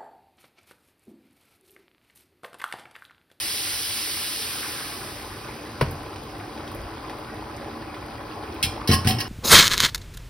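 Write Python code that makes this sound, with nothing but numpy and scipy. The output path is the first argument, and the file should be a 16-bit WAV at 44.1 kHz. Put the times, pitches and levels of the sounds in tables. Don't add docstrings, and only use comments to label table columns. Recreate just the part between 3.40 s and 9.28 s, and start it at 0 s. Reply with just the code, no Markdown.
import sys
import numpy as np
from scipy import signal
from scipy.fft import rfft, irfft
from scipy.io import wavfile
from scipy.ndimage import uniform_filter1d

SR = 44100
rng = np.random.default_rng(int(sys.argv[2]) if len(sys.argv) > 2 else 0)


def int16_out(signal):
    q = np.round(np.clip(np.atleast_2d(signal).T, -1, 1) * 32767)
    wavfile.write(sys.argv[1], SR, q.astype(np.int16))


N = 259352
HZ = np.fft.rfftfreq(N, 1 / SR)
TIME = np.arange(N) / SR


# (frequency [Hz], gain [dB])
FIZZ_COLOUR = [(1500, -26), (3000, -2.5), (5000, 4.5), (6400, -2), (8000, 2), (10000, 0.5), (12000, -0.5),
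               (14000, -1), (16000, -7.5)]
SPATTER_COLOUR = [(500, -23), (1000, -9), (1800, 0.5), (3000, 4.5), (4300, -1), (5500, 0), (6500, 2),
                  (10000, -65)]
BOIL_COLOUR = [(130, -22), (185, -20.5), (230, -5), (300, 0), (370, -3), (450, -7), (600, -3.5),
               (820, -6.5), (1100, -5.5), (1500, -10.5), (2100, -20), (3200, -20), (6000, -24.5)]
SEETHE_COLOUR = [(500, -6.5), (900, -10.5), (1400, -2), (2000, -5.5), (2500, -4), (3300, -35), (6000, -29)]
RUMBLE_COLOUR = [(15, -26), (30, -13), (48, -1.5), (70, -2), (95, 1), (125, -1), (175, -10.5), (300, -5.5),
                 (500, -18), (1500, -78)]
KNOCK_COLOUR = [(150, -7), (230, -2), (400, -4), (620, 1), (820, -4), (1000, -2), (1400, -10), (1750, -5),
                (2150, -7), (2350, -14), (2600, -12), (3500, -20), (4600, -16), (5300, -18), (6500, -26),
                (11000, -26), (15000, -33)]
# (frequency [Hz], half width [Hz], gain [dB])
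NOOK_RESONANCES = [(227, 8.4, 5), (257, 11, -7.5), (296, 3.6, 6.5), (345, 6.6, 6.5), (384, 21, -2),
                   (395, 8.4, 5.5), (467, 33, 6), (553, 19, -2.5), (652, 28, -6.5), (857, 123, 6),
                   (940, 33, -9), (1045, 82, 3)]
# (time [s], level [dB], pitch [Hz])
BUBBLES = [(1.64, -33, 1070), (2.09, -27.5, 840), (2.661, -33, 890), (3.164, -28, 770), (3.408, -32, 700),
           (3.645, -30, 1040), (4.025, -25.5, 860), (4.092, -33, 1130), (4.527, -31, 890),
           (5.017, -30, 1010), (5.378, -24, 860), (5.416, -21, 1085)]
# (time [s], level [dB], pitch [Hz])
SPITS = [(2.511, -25, 11000), (2.7598, -28.5, 2220), (2.8345, -36, 9100), (2.9846, -39, 9690),
         (3.176, -30, 2150), (3.277, -27, 3070), (3.317, -32, 10300), (3.3478, -27.5, 10000),
         (3.697, -24.5, 1700), (3.7873, -35, 10600), (4.025, -44, 2600), (4.165, -31, 4800),
         (4.218, -31, 1460), (4.5445, -27, 1820), (5.0362, -29, 1460), (5.1437, -35, 10800)]
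# (rate [1/s], level [dB], lowest pitch [Hz], highest pitch [Hz])
STRAY_POPS = [(6, -35, 520, 1200), (7, -38, 1200, 2500)]
# (time [s], chatter level [dB], brightest frequency [Hz], width [octaves], chatter time [s],
#  hollowness [0-1], pot ring level [dB], strainer ring level [dB], favoured mode [Hz], favour [dB])
CLASHES = [(5.2276, -17, 4450, 0.96, 0.009, 0, -55, -20, 5400, 3),
           (5.237, -22.5, 4500, 1, 0.0083, 0, -55, -31, 2680, 14),
           (5.4746, -24.5, 4420, 0.45, 0.012, 0.5, -28.5, -48, 4005, 13),
           (5.493, -25.5, 1500, 1.7, 0.016, 0.4, -34, -55, 5244, -4),
           (5.514, -21, 3400, 1.2, 0.018, 0.9, -20.5, -42, 2932, 7),
           (5.531, -20, 5300, 1.2, 0.015, 0.4, -24.5, -42, 1077, 9),
           (5.646, -31.5, 1530, 1.6, 0.026, 0.4, -56, -58, 1077, 5),
           (5.6715, -18.5, 3830, 1.8, 0.0086, 0.1, -27, -28, 749, 15),
           (5.687, -21, 9000, 1.6, 0.0078, 0.3, -30, -25, 12400, 6),
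           (5.706, -25.5, 3500, 1.1, 0.015, 0.6, -37, -50, 2885, 10),
           (5.785, -36, 3600, 1.3, 0.016, 0.5, -31.5, -48, 4005, 4),
           (5.803, -24.5, 4060, 0.89, 0.0095, 0.5, -29.5, -41, 4790, 2)]
# (time [s], level [dB], first contact time [s], change per contact [dB], first gap [s], favoured note [Hz])
THUDS = [(2.4114, -33, 0.001, 6.5, 0.0027, 589), (2.4178, -15, 0.0049, -2.5, 0.0074, 124),
         (2.445, -19, 0.007, -3, 0.026, 90), (3.348, -19, 0.015, 3.5, 0.041, 52),
         (5.2388, -21.5, 0.0055, -2, 0.026, 90), (5.4913, -10.5, 0.0023, -1, 0.011, 399),
         (5.527, -26, 0.00058, -2, 0.0075, 397), (5.538, -14, 0.0053, -5, 0.0114, 90),
         (5.651, -18, 0.0033, 2.5, 0.0105, 90), (5.692, -24.5, 0.0026, 2.5, 0.011, 216),
         (5.7457, -21.5, 0.0048, -2, 0.0092, 215), (5.787, -31, 0.0042, 0, 0.011, 216)]
# (frequency [Hz], level [dB], time to die by 60 dB [s])
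POT_MODES = [(749, -9, .3), (1077, -8.5, .3), (1130, -13, .12), (1630, -8, .15), (1682, -8, .16),
             (1892, -3.5, .17), (2215, -8, .16), (2640, -7, .11), (2670, -8, .12), (2837, -5, .15),
             (2885, -5, .12), (2932, -5.5, .12), (3108, -5, .14), (4005, -6.5, .11), (4409, -7, .12),
             (4648, -6, .12), (4790, -6, .11), (4845, -8, .14), (5244, -1.5, .16), (5330, -6, .11),
             (5420, -6, .11), (5520, -5, .12), (5740, -9, .14)]
STRAINER_MODES = [(2165, -6, .08), (2385, -13, .3), (2465, -4, .07), (2680, -2.5, .06), (2945, -1.5, .06),
                  (3180, -7, .15), (3248, -10, .24), (3340, -2, .07), (3825, -7, .08), (4172, -13, .22),
                  (4950, -2, .08), (5200, -8, .1), (5265, -14, .25), (5400, -5, .07), (8050, -1, .07),
                  (8870, -3, .07), (11070, -6, .08), (12400, -4, .08)]
WORKTOP_MODES = [(52, -20, .28), (90, -5, .12), (104, -5, .1), (124, -2.5, .13), (146, -8, .08),
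                 (170, -7, .08), (188, -8, .08), (216, -4, .17), (232, -7, .12), (285, -10, .06),
                 (351, -8.5, .12), (399, -7, .11), (444, -9, .13), (589, -16, .13), (675, -17, .12),
                 (942, -17, .12)]
# (frequency [Hz], time to die by 60 dB [s])
KITCHEN_DECAY = [(100, 0.74), (500, 0.51), (2000, 0.35), (6000, 0.39), (15000, 0.26)]
# (frequency [Hz], phase [rad])
PORT_PHASE = [(300, 0), (700, -.45), (1050, 0), (2000, 0), (2700, .85), (4300, .85), (4900, .15),
              (5400, .35), (6000, 1.5), (6450, 2.7), (7200, 3.14), (7900, 3.35), (9800, 6.15), (11000, 6.4),
              (12800, 9.1), (13600, 9.42), (14300, 9.65), (15500, 12.3)]
# (frequency [Hz], gain [dB])
UNSHARED_GAIN = [(60, -51), (130, -22.5), (290, -15), (640, -10.5), (1400, -6.5), (3000, -6.5), (5000, -8),
                 (6000, -9), (7000, -115), (9000, -45), (15000, -19)]
# (frequency [Hz], difference [dB])
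PORT_BALANCE = [(200, 0), (380, -0.96), (700, 2), (1300, 0.1), (2400, -1.4), (4400, -1), (8000, -0.1)]
# (frequency [Hz], half width [Hz], gain [dB])
PORT_RESONANCES = [(5150, 590, 2.5), (7220, 1110, -10.5), (8310, 350, 8)]

EDGE_HZ = 15900
COVERED_S, SPREAD_S = 1.348, 0.29
FIZZ_DB, SPATTER_DB, SPATTER_POWER = -31.5, -36.5, 1
RIM_DB, RIM_HOT_DB, RIM_COOL_S, RIM_SPATTER_DB = -61.5, 10, 2.1, 4
BOIL_DB, BOIL_BARE_DB, BOIL_DB_PER_S = -40, -4.5, 0.6
RUMBLE_DB, RUMBLE_BARE_DB = -42.0, -6.5
SEETHE_DB, SEETHE_SHALLOW_DB = -49, 9.5
DRAIN_S, DRAIN_HALF_S, DRAIN_SEETHE_DB, DRAIN_RIM_DB = 5.2, 0.27, 2.5, 2
DETUNE, BUZZ_DEPTH, BUZZ_S = 0.003, 0.7, 0.005
SCRAPE_DB = 2.5
FAVOUR_DB, FAVOUR_WIDTH_HZ = 4, 25
ROCK_SHRINK, ROCK_SOFTEN = 0.787, 1.14
KNOCK_S, KNOCK_DB, KNOCK_RISE_S, KNOCK_HOLD_S = 2.4103, -18.5, 0.0014, 0.0042
KNOCK_DIE_S, KNOCK_PER_S = 0.011, 520


def sizzle():
    heat = np.hypot(amp(FIZZ_DB) * bare(), rim())
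    spatter_gain = np.hypot(amp(SPATTER_DB) * bare() ** SPATTER_POWER, amp(RIM_SPATTER_DB) * rim())
    fizz = swarm(3050, 14400, 9000, 0.86, spread_db=2.5) + amp(12.) * steam(patchy_db=0.4)
    fizz = coloured(fizz, FIZZ_COLOUR)
    spatter = swarm(900, 7000, 4000, 2., spread_db=3.2) + amp(3.) * steam(patchy_db=1.6)
    spatter = coloured(spatter, SPATTER_COLOUR)
    crackle = coloured(swarm(2500, 14000, 160, 1., spread_db=4.3), FIZZ_COLOUR)
    frying = amp(3.5) * heat * fizz + amp(1.93) * spatter_gain * spatter
    return room(frying + amp(-33.5) * np.sqrt(heat) * crackle, wet_db=-10.0)


def bare():
    return 1 / (1 + np.exp((TIME - COVERED_S) / SPREAD_S))


def rim():
    hot = np.exp(-np.maximum(TIME - COVERED_S, 0) / RIM_COOL_S)
    return amp(RIM_DB + RIM_HOT_DB * hot + DRAIN_RIM_DB * draining())


def draining():
    return np.exp(-((TIME - DRAIN_S) / DRAIN_HALF_S) ** 2)


def boil():
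    froth = swarm(201.4, 4304, 1900, 2.82, spread_db=3.) + amp(-6.0) * steam(patchy_db=3.5)
    froth = irfft(rfft(room(froth, wet_db=-5.5)) * amp(bumps(NOOK_RESONANCES)), N)
    rumble = coloured(rng.standard_normal((2, N)), RUMBLE_COLOUR)
    strength = amp(BOIL_DB + BOIL_BARE_DB * bare() + BOIL_DB_PER_S * TIME)
    rumble_strength = amp(RUMBLE_DB + RUMBLE_BARE_DB * bare())
    return strength * coloured(froth, BOIL_COLOUR) + rumble_strength * rumble


def seethe(surge_db=1.0):
    froth = swarm(700, 4500, 1100, 3.5, spread_db=3.6) + amp(-6.) * steam(patchy_db=2.5)
    surge = amp(surge_db * unit(uniform_filter1d(rng.standard_normal(N), size=1800)))
    shallow = 1 - (2 * bare() - 1) ** 2
    strength = amp(SEETHE_DB + SEETHE_SHALLOW_DB * shallow + DRAIN_SEETHE_DB * draining())
    return strength * coloured(room(surge * froth, wet_db=0.0), SEETHE_COLOUR)


def pops():
    out, t = np.zeros((2, N)), TIME[:SR // 25]
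    # (rows, snap over ring [dB], snap decay [s], ring [cycles]); stray bubbles blip for longer
    kinds = ((BUBBLES, -17.5, 0.0039, 3.3),
             (SPITS, -12, 0.0074, 2.1),
             (stray_pops(), -16, 0.003, 7))
    for rows, snap_db, snap_s, cycles in kinds:
        for s, db, hz in rows:
            band = signal.butter(1, [hz, min(2 * hz, EDGE_HZ)], "band", fs=SR)
            snap = unit(signal.lfilter(*band, rng.standard_normal(len(t)))) * np.exp(-t / snap_s)
            add(out[0], s, amp(db + snap_db) * snap)
            add(out[0], s, amp(db) * bubble(hz, cycles))
    return room(out, wet_db=-5.0)


def stray_pops():
    span = N / SR - COVERED_S
    rows = []
    for per_s, db, low_hz, high_hz in STRAY_POPS:
        for when, pitch in rng.random(size=(40, 2))[:round(per_s * span)]:
            rows.append((COVERED_S + span * when, db, low_hz * (high_hz / low_hz) ** pitch))
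    return rows


def clashes(die_s=0.011, treble_slope=0.93, mesh_db=3.5, shiver_db=-30.0, shiver_s=0.032,
            wall_width_hz=34.0, valley=0.17):
    out, t = np.zeros((2, N)), TIME[:SR // 4]
    hz = np.fft.rfftfreq(len(t), 1 / SR) + 1
    peaks = sum(1 / (1 + ((hz - mode[0]) / wall_width_hz) ** 2) for mode in POT_MODES)
    wall = np.sqrt(valley * (1 + (hz / 6000) ** 4) / (1 + (hz / 9000) ** 4) + peaks)
    for (s, db, bright_hz, octaves, chatter_s, hollow,
         pot_db, strainer_db, note_hz, note_db) in CLASHES:
        hump = np.exp(-(np.log2(hz / bright_hz) / octaves) ** 2 / 2)
        treble = (hz > bright_hz) * (bright_hz / hz) ** treble_slope
        shape = np.maximum(hump, treble) * wall ** np.clip(hollow, 0, 1)
        shape = shape * amp(mesh_db * unit(uniform_filter1d(rng.standard_normal(len(hz)), size=30)))
        scrape = amp(SCRAPE_DB * unit(uniform_filter1d(rng.standard_normal(len(t)), size=70)))
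        mesh = unit(irfft(rfft(scrape * rng.standard_normal((2, len(t)))) * shape, len(t)))
        contact = np.exp(-np.maximum(t - chatter_s, 0) / die_s - 0.15 * np.minimum(t / chatter_s, 1))
        add(out, s, amp(db) * mesh * (contact + amp(shiver_db) * np.exp(-t / shiver_s)))
        for modes, ring_db in ((POT_MODES, pot_db), (STRAINER_MODES, strainer_db)):
            phase = 2 * np.pi * rng.random((2, len(modes), 1))
            detuned = np.array(modes, float)
            detuned[:, 0] *= 1 + DETUNE * rng.standard_normal(len(modes))
            gain = favour(modes, note_hz, note_db) * buzz(len(modes), BUZZ_DEPTH, BUZZ_S)
            onset = 1 - np.exp(-t / 0.00038)
            add(out, s, amp(ring_db) * ring(detuned, t, phase, gain) * onset)
    return room(out, wet_db=-9.5)


def buzz(count, depth, hold_s):
    knots = rng.standard_normal((count, 600))
    at = TIME[:SR // 4] / hold_s
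    flutter = np.array([np.interp(at, np.arange(len(row)), row) for row in knots])
    return (1 + depth * flutter) / np.hypot(1, depth)


def knock(rattle=0.91):
    out, t = np.zeros((2, N)), TIME[:SR // 5]
    crack = coloured(rng.standard_normal((2, N)), KNOCK_COLOUR)[:, :len(t)]
    envelope = np.minimum(t / KNOCK_RISE_S, 1) * np.exp(-np.maximum(t - KNOCK_HOLD_S, 0) / KNOCK_DIE_S)
    chatter = 1 - rattle * np.cos(2 * np.pi * KNOCK_PER_S * t)
    add(out, KNOCK_S, amp(KNOCK_DB) * crack * envelope * chatter)
    return room(out, wet_db=-10.0)


def thuds(count=3):
    boom = np.zeros(N)
    for s, db, contact_s, step_db, gap_s, note_hz in THUDS:
        gain = favour(WORKTOP_MODES, note_hz, FAVOUR_DB)
        board = ring(WORKTOP_MODES, TIME[:SR // 2], np.pi / 2, gain)
        for k in range(count):
            push = np.hanning(int(contact_s * ROCK_SOFTEN ** k * SR) + 3)
            add(boom, s, amp(db + k * step_db) * signal.fftconvolve(board, push / push.sum()))
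            s += gap_s * ROCK_SHRINK ** k
    return amp(-3.5) * room(np.array([boom, .5 * boom]), wet_db=-13.0)


def hiss(hz=4830.0, width_hz=110.0, db=-58.5):
    band = 1 + ((HZ - hz) / width_hz) ** 2
    return amp(db) * unit(irfft(rfft(rng.standard_normal((2, N))) / band, N))


def bubble(hz, cycles, rise=0.1):
    turns = np.arange(int(5 * cycles * SR / hz) + 2) * hz / SR
    return np.sin(2 * np.pi * turns * (1 + rise * turns / cycles / 2)) * np.exp(-turns / cycles)


def swarm(low_hz, high_hz, per_s, cycles, spread_db, count=36):
    out = np.zeros((2, N))
    for hz in np.geomspace(low_hz, min(high_hz, .4 * SR), count):
        chances = rng.random((4000, 5))[:int(per_s * N / SR / count)]
        when, loud, flip, place, detune = chances.T
        height = amp(spread_db * np.minimum(-np.log(loud + 1e-9), 4.5)) * np.sign(flip - .5)
        ringing = bubble(hz * (.95 + .1 * detune[0]), cycles)
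        at = (when * N).astype(int)[:, None] + np.arange(len(ringing))
        unshared = height * np.sqrt(3) * (2 * place - 1)
        for row, weight in zip(out, (height, unshared)):
            row += hz * np.bincount(at.ravel(), (weight[:, None] * ringing).ravel(), N)[:N]
    return unit(out)


def steam(patchy_db):
    z = signal.stft(rng.standard_normal((2, N)), nperseg=512)[2]
    patches = uniform_filter1d(rng.standard_normal(z.shape[1:]), size=9, axis=0)
    patches = unit(uniform_filter1d(patches, size=10, axis=1))
    return unit(signal.istft(z * amp(patchy_db * patches))[1][:, :N])


def ring(modes, t, phase, gain):
    hz, db, t60 = np.transpose(modes)[:, :, None]
    decay = np.exp(-np.log(1000) * t / t60)
    return (gain * amp(db) * decay * np.sin(2 * np.pi * hz * t + phase)).sum(-2)


def favour(modes, hz, db):
    return amp(db * np.exp(-((np.array(modes)[:, :1] - hz) / FAVOUR_WIDTH_HZ) ** 2))


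def room(x, wet_db, size=22):
    count = SR // 2 // size
    taps = np.zeros((2, SR // 2 + 200))
    at = 150 + np.arange(count) * size + rng.integers(0, size, (2, count))
    np.put_along_axis(taps, at, rng.choice([-1., 1.], at.shape), 1)
    hz, t, z = signal.stft(taps, SR, nperseg=256)
    decay = np.exp(-np.log(1000) * t / read(KITCHEN_DECAY, hz)[:, None])
    tail = signal.istft(z * decay, SR)[1]
    wet = signal.fftconvolve(x[:1], tail / np.linalg.norm(tail[0]), axes=1)[:, :N]
    return x + amp(wet_db) * wet


def bumps(resonances):
    return sum(db / (1 + ((HZ - hz) / width) ** 2) for hz, width, db in resonances)


def coloured(x, spectrum):
    return unit(irfft(rfft(x) * amp(read(spectrum, HZ)), N))


def read(points, hz):
    f, value = np.transpose(points)
    return np.interp(np.log(hz + 1), np.log(f + 1), value)


def add(mix, s, sound):
    part = mix[..., round(s * SR):][..., :sound.shape[-1]]
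    part += sound[..., :part.shape[-1]]


def amp(db):
    return 10 ** (np.asarray(db) / 20)


def unit(x):
    return x / np.sqrt(np.mean(x ** 2) + 1e-20)


def scene():
    sources = sizzle() + hiss() + seethe() + boil() + pops() + thuds() + knock() + clashes()
    shared, unshared = rfft(sources)
    side = amp(read(UNSHARED_GAIN, HZ))
    ports = np.array([shared + side * unshared, shared - side * unshared])
    return irfft(ports / np.sqrt(1 + side ** 2), N)


def record(dry, low_cut_hz=38.7, ceiling=1.0):
    phase = np.interp(HZ, *np.transpose(PORT_PHASE))
    sides = np.array([[.5], [-.5]])
    colour = amp(bumps(PORT_RESONANCES) + sides * read(PORT_BALANCE, HZ))
    heard = irfft(rfft(dry) * colour * np.exp(1j * sides * phase), N)
    heard = signal.sosfilt(signal.butter(4, low_cut_hz, "high", fs=SR, output="sos"), heard)
    heard = heard / (1 + (heard / ceiling) ** 4) ** .25
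    low_pass = signal.firwin(511, EDGE_HZ, window=("kaiser", 9), fs=SR)
    return signal.oaconvolve(heard, low_pass[None], "same")


dry = scene()
out = record(dry)
int16_out(out)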